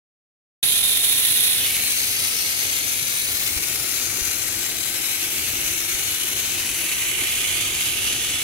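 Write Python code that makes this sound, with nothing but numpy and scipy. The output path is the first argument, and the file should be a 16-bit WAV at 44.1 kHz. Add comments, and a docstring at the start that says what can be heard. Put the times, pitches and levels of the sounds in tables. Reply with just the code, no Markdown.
"""A bright, sputtering hiss cuts in: steam jets from the weight valve of a pressure cooker, 30 cm away.
The microphone is a hand-held phone in a small tiled kitchen; it swings over a simmering pot and settles
above the counter, a metre off. Its two ports colour the hiss differently, and wall echoes shift as it
moves. Underneath are the low roar of gas burners, a fuzzy drone that swells in the second half
and a few soft bumps of the hand."""
import sys
import numpy as np
from scipy import signal
from scipy.fft import rfft, irfft
from scipy.io import wavfile
from scipy.ndimage import uniform_filter1d

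SR = 44100
rng = np.random.default_rng(int(sys.argv[2]) if len(sys.argv) > 2 else 0)


def put_to_file(sound):
    """Save the sound as 16-bit audio at rate SR, in the file named by the first command-line argument."""
    columns = np.atleast_2d(sound).T  # one column per channel
    safe = np.clip(columns, -1, 1)
    whole_steps = np.round(safe * 32767)
    wavfile.write(sys.argv[1], SR, whole_steps.astype(np.int16))


N = 371983
FRAME, OVERLAP = 1024, 768  # samples
HZ = np.fft.rfftfreq(FRAME, 1 / SR)
TIME = np.arange(N) / SR
SOUND_M_PER_S = 343


def steam_jet(sputter_db=1.0, surge_db=0.43, spits_per_s=120, spit_s=0.0004, spit_db=-4, direct=.45):
    """Turbulent steam at two ports: the flow flutters under the weight, droplets spit through the gap."""
    flow = gain_of(sputter_db * wander(68) + surge_db * wander(35))
    drops = (rng.random(N) < spits_per_s / SR) * np.minimum(rng.exponential(1, N), 4)
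    spits = gain_of(spit_db) * signal.lfilter([1], [1, -np.exp(-1 / (spit_s * SR))], drops)
    noise = rng.standard_normal((3, N))
    # the direct share reaches both ports, the rest is diffuse
    steam = np.sqrt(direct) * noise[2] + np.sqrt(1 - direct) * noise[:2]
    return steam * flow * np.sqrt((1 + spits) / (1 + spits.mean()))


# The jet's base colour at the open left port. Each row: frequency in Hz, level in dB per Hz.
LEFT_HISS = [(500, -85.5), (1100, -77.5), (1500, -73.5), (1900, -70.5), (2500, -66), (3300, -66),
             (4900, -66.5), (5700, -64.5), (7600, -66), (8300, -66.5), (9700, -65), (11400, -62.5),
             (13000, -64.5), (13600, -67), (15500, -65)]
# Steady narrow resonances on it. Each row: centre in Hz, width in Hz, lift in dB.
HISS_RINGS = [(7650, 150, 1.5), (10470, 180, 3.8), (12650, 170, 1.8)]
# Top treble beamed at the microphone. Each row: time in seconds, level in dB (neutral at flat_db).
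TREBLE_BEAM = [(0.65, -34), (1.34, -31), (2.69, -38), (3.38, -35), (4.53, -38), (5.4, -36.5), (8.39, -42),
               (8.43, -38)]


def left_port(steam, flat_db=-36.5, glide_hz_per_m=7640):
    """Wide hiss with narrow rings; the top octave beams from the valve and a reflection peak glides."""
    t, spectra = to_frames(steam)
    distance_m, = follow(MIC_DISTANCE, t)
    top_db, = follow(TREBLE_BEAM, t)
    colour_db = spectrum(LEFT_HISS) + sum(db * bell(hz, width) for hz, width, db in HISS_RINGS)
    top = np.clip((HZ - 9500) / 6000, 0, 1)
    beam_db = (top_db - flat_db) * top
    body_db = by_distance(t, 1.5, -0.17) * (1 - top)
    low_mid_db = by_distance(t, -0.5, 3.3) * bell(1130, 180)
    glide_db = 1.5 * bell(glide_hz_per_m * distance_m, 1030)  # a grazing reflection lifts one band
    room_db = glide_db + standing_waves(t) + patches(t) + echoes(t)
    return to_sound(spectra * gain_of(colour_db + beam_db + body_db + low_mid_db + room_db))


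# The jet's base colour at the right port. Each row: frequency in Hz, level in dB per Hz.
RIGHT_HISS = [(500, -75.5), (1050, -80.5), (1250, -74.5), (1800, -71), (2200, -63.5), (3000, -68.5),
              (4400, -70), (5600, -74.5), (6800, -88), (7800, -75), (8600, -67), (11400, -68.5),
              (12500, -77), (14000, -81), (15500, -85)]
# Thin valve whistles. Each row: centre in Hz, width in Hz, dB by the valve, dB over the counter.
VALVE_WHISTLES = [(2730, 20, -1, 4), (2976, 35, -2, 6.5), (3620, 35, 5, 1), (11204, 15, 4, 3)]
# A reflection cancels a band that rises as the phone turns.
# Each row: time in seconds, centre in Hz, gain in dB.
REFLECTION_NOTCH = [(1.6, 2960, -1), (2.0, 3100, 2), (4.6, 3200, -5), (5.0, 4200, -10), (5.6, 4600, -27),
                    (6.6, 4940, -15), (8.43, 5460, -9)]
# The phone's angle to the valve. Each row: time in seconds, extra path to the right port in metres.
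RIGHT_EXTRA_PATH = [(0.63, 0.039), (1.55, 0.038), (1.9, -0.043), (2.4, -0.0795), (3.0, -0.091),
                    (3.7, -0.027), (6.3, -0.027), (7.0, 0.012)]


def right_port(steam):
    """Hiss and whistles heard through a duct, a little earlier or later than at the left port."""
    t, spectra = to_frames(steam)
    extra_m, = follow(RIGHT_EXTRA_PATH, t)
    notch_hz, notch_db = follow(REFLECTION_NOTCH, t)
    colour_db = spectrum(RIGHT_HISS) + right_treble(t)
    whistles_db = sum(by_distance(t, near, far) * bell(hz, width)
                      for hz, width, near, far in VALVE_WHISTLES)
    low_mid_db = by_distance(t, -0.5, 3.3) * bell(1430, 170)
    shade_db = by_turn(t, -4, 1.7) * bell(7060, 270)  # a dark band fills as the port faces the valve
    room_db = notch_db * bell(notch_hz, 290) + echoes(t)
    lag = np.exp(-2j * np.pi * HZ * extra_m / SOUND_M_PER_S)
    return to_sound(spectra * lag * gain_of(colour_db + whistles_db + low_mid_db + shade_db + room_db))


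# The hiss's broad mid-treble hump sounds lower and weaker as the phone turns away, then partly returns.
# Each row: time in seconds, centre in Hz, lift in dB.
MID_TREBLE_HUMP = [(0.63, 3700, 15.5), (1.55, 3550, 14.5), (1.75, 2700, 7), (2.0, 2320, 4), (3.4, 2400, 4),
                   (4.4, 2600, 1), (6.3, 2950, 5.5), (6.9, 2740, 8.5), (7.3, 2980, 11.5), (8.43, 3167, 10)]
# The right port swings through the jet's beam. Each row: time and width in seconds, treble lift in dB.
BEAM_FLARES = [(1.95, 0.33, 3.5), (5.4, 0.51, 2)]


def right_treble(t):
    """A mid-treble hump and the duct's high resonance stand out (dB) when the port faces the cooker."""
    hump_hz, hump_db = follow(MID_TREBLE_HUMP, t)
    hump, resonance = bell(hump_hz, 640), bell(11180, 1360)
    treble = np.clip((HZ - 2000) / 3000, 0, 1)
    flare_db = sum(db * passing(t, s, width_s) for s, width_s, db in BEAM_FLARES)
    treble_db = by_distance(t, 1, -0.4) + flare_db * (1 - 0.78 * resonance)  # the resonance flares less
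    return treble_db * treble + hump_db * hump + by_turn(t, 6, 1.13) * resonance


# Two lasting standing waves at the left port.
# Each row: centre in Hz, width in Hz, lift in dB by the valve, lift in dB over the counter.
STANDING_BANDS = [(4080, 250, 6, 2.5), (6390, 260, 3.5, 4)]
# Others, crossed on the way. Each row: time and width in seconds, centre in Hz, lift in dB.
CROSSED_BANDS = [(1.903, 0.078, 4260, 4.5), (2.02, 0.092, 6300, 5.5), (2.25, 0.22, 4630, 5),
                 (2.395, 0.08, 5540, 7), (2.75, 0.36, 6230, 6.5), (2.95, 0.34, 3520, 4), (4.0, .2, 7150, 8),
                 (4.05, 0.13, 6100, 4.5), (4.85, 0.51, 7600, 6), (4.904, 0.35, 3980, 4.5),
                 (5.85, 0.2, 6100, 2.5)]


def standing_waves(t):
    """Narrow bands sing out (dB) where the microphone sits in a standing wave or crosses one."""
    lasting_db = sum(by_distance(t, near, far) * bell(hz, width) for hz, width, near, far in STANDING_BANDS)
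    crossed_db = sum(db * passing(t, s, width_s) * bell(hz, 200) for s, width_s, hz, db in CROSSED_BANDS)
    return lasting_db + crossed_db


def patches(t, depth_db=1.15, patch_s=.3, patch_hz=450):
    """Standing waves between pots and walls: random bands swell and fade (dB) as the phone passes."""
    field = rng.standard_normal((len(t), len(HZ)))
    for _ in range(2):
        field = uniform_filter1d(field, round(patch_s / (t[1, 0] - t[0, 0])), axis=0)
        field = uniform_filter1d(field, round(patch_hz / HZ[1]), axis=1)
    return depth_db * field / field.std() * np.clip(HZ / 5000, 0, 1)


def echoes(t, ripple_db=3.5, spread_s=.018, sway_m=0.012, drift_m_per_s=.09, count=40):
    """Echoes off tiles and pots ripple the spectrum (dB); each path shifts as the hand moves and sways."""
    distance_m, = follow(MIC_DISTANCE, t)
    ripple = np.zeros((len(t), len(HZ)), np.float32)
    for place, slant, phase, sway_rate in rng.random((count, 4)):
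        travel_m = (2 * slant - 1) * (distance_m + drift_m_per_s * t)
        path_m = travel_m + sway_m * np.sin(2 * np.pi * (2 * sway_rate * t + phase))
        delay_s = .003 + spread_s * place ** 2 + path_m / SOUND_M_PER_S
        ripple += np.cos((2 * np.pi * (HZ * delay_s + phase)).astype(np.float32))
    return ripple_db * ripple / np.sqrt(count / 2)


# The microphone by the cooker, over the pot, then over the counter.
# Each row: time in seconds, distance from the valve in metres.
MIC_DISTANCE = [(1.55, 0.31), (2.2, .6), (3.25, 0.66), (3.75, 0.78), (4.8, 0.89), (8.43, 1)]


def by_distance(t, near_db, far_db, near_m=.3, far_m=.95):
    """A gain that moves from near_db to far_db, by equal steps for each doubling of the distance."""
    distance_m, = follow(MIC_DISTANCE, t)
    return near_db + (far_db - near_db) * np.log(distance_m / near_m) / np.log(far_m / near_m)


# Which port is offered to the valve. 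Each row: time in seconds, the left port's lead in dB.
MIC_TURN = [(0.65, -10.0), (0.84, -8.5), (1.52, -8.5), (1.67, -1), (3.12, 2.5), (3.2, 0.5), (3.64, 4),
            (4.68, 10), (4.98, 6), (5.13, 9.5), (5.33, 4.5), (5.37, 6.5), (6.76, 3.5), (7.15, -1),
            (7.86, -2), (8.43, 0.5)]


def by_turn(t, even_db, slope):
    """A gain that grows as the right port turns towards the valve."""
    left_lead_db, = follow(MIC_TURN, t)
    return even_db - slope * left_lead_db


# Gas burners and room. Each row: frequency in Hz, level in dB per Hz.
BURNER_ROAR = [(15, -77), (35, -82), (62, -73), (82, -63.5), (103, -62.5), (145, -73), (225, -76.5),
               (270, -67), (330, -72), (410, -71.5), (600, -78), (900, -77.5), (1200, -103.5), (2500, -100)]
# How alike the two ports hear it. Each row: frequency in Hz, coherence from 0 to 1.
ROAR_COHERENCE = [(25, 0.9), (70, 0.9), (120, 1), (400, 0.93), (700, 0.6), (1200, 0)]
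# Its balance. Each row: frequency in Hz, left minus right in dB.
ROAR_PAN = [(30, 9), (65, 2), (120, 1.5), (480, 1.5), (750, 12.5), (1000, -6), (1200, -25)]
# A low drone in the room. Each row: time in seconds, gain on the roar at drone_hz in dB.
ROOM_DRONE = [(0.6, -11), (3.2, -6), (3.8, 10), (5.2, 19.5), (6.8, 18), (8.43, 8)]
# Deep rumble. Each row: time in seconds, level in dB (only its swing about the mean counts).
DEEP_RUMBLE = [(0.7, -49), (0.81, -52.5), (4.27, -47), (5.11, -53), (5.54, -44.5), (6.17, -48.5),
               (6.99, -48), (8.43, -45)]


def burners(flicker_db=1.2, drone_hz=356):
    """Gas flames: a flickering low roar with a fuzzy drone, nearly the same at both ports."""
    flame = gain_of(flicker_db * wander(7))
    t, common = to_frames(flame * rng.standard_normal(N))
    _, separate = to_frames(flame * rng.standard_normal(N))
    same, pan_db = np.clip(spectrum(ROAR_COHERENCE), 0, 1), spectrum(ROAR_PAN)
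    drone_db, = follow(ROOM_DRONE, t)
    rumble_db, = follow(DEEP_RUMBLE, t)
    swing_db = (rumble_db - rumble_db.mean()) * bell(57, 59)
    roar = gain_of(spectrum(BURNER_ROAR) + drone_db * bell(drone_hz, 9.6) + swing_db)
    left = common * roar * gain_of(pan_db / 2)
    right = (same * common + np.sqrt(1 - same ** 2) * separate) * roar * gain_of(-pan_db / 2)
    return np.array([to_sound(left), to_sound(right)])


# The hand on the phone, right at the microphone.
# Each row: time in seconds, left level in dB, pitch in Hz, left minus right in dB.
HAND_BUMPS = [(3.025, -34.5, 123, -1), (3.569, -25, 55.4, 23), (4.22, -26, 58.6, 18), (5.95, -30, 62.4, 15),
              (6.71, -33, 60, 9)]


def handling(swell_s=0.0062):
    """Each bump of the hand is a few dull cycles, mostly at the left port."""
    bumps = np.zeros((2, N))
    for s, db, hz, side_db in HAND_BUMPS:
        age = np.maximum(TIME - s + swell_s, 0)
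        push = age / swell_s * np.exp(1 - age / swell_s) * np.sin(2 * np.pi * hz * age)
        bumps += gain_of([[db], [db - side_db]]) * push
    return bumps


def gain_of(db):
    """Decibels to amplitude."""
    return 10 ** (np.asarray(db) / 20)


def spectrum(points):
    """Points joined by straight lines on a log-frequency axis."""
    hz, value = np.transpose(points)
    return np.interp(np.log(HZ + 1), np.log(hz + 1), value)


def follow(rows, t):
    """The columns of a curve at the times t."""
    s, *columns = np.transpose(rows)
    return [np.interp(t, s, column) for column in columns]


def bell(centre_hz, width_hz):
    """The shape of a resonance on a dB scale, height 1."""
    return np.exp(-.5 * ((HZ - centre_hz) / width_hz) ** 2)


def passing(t, s, width_s):
    """A smooth rise and fall around the time s, height 1."""
    return np.exp(-.5 * ((t - s) / width_s) ** 2)


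def wander(rate_hz):
    """Random motion of rms 1 that falls off above the given rate."""
    hz = np.fft.rfftfreq(N, 1 / SR)
    motion = irfft(rfft(rng.standard_normal(N)) / (1 + (hz / rate_hz) ** 2), N)
    return motion / motion.std()


def to_frames(x):
    """Frame times (column) and short-time spectra (frames x bins); unit noise gives 0 dB per Hz."""
    _, t, spectra = signal.stft(x * np.sqrt(SR / 2), SR, nperseg=FRAME, noverlap=OVERLAP)
    return t[:, None], spectra.T


def to_sound(spectra):
    """Short-time spectra back to samples."""
    return signal.istft(spectra.T, SR, nperseg=FRAME, noverlap=OVERLAP)[1][:N]


def scene():
    """Steam at both ports, over the burners and the hand."""
    left, right = steam_jet()
    return np.array([left_port(left), right_port(right)]) + burners() + handling()


def record(dry, start_s=0.628, edge_hz=15760):
    """The microphone opens abruptly and passes nothing above the band edge."""
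    opened = np.clip((TIME - start_s) / .002, 0, 1)
    lowpass = signal.firwin(511, edge_hz, window=("kaiser", 9), fs=SR)
    return signal.oaconvolve(dry * opened, lowpass[None], "same")


dry = scene()
out = record(dry)
put_to_file(out)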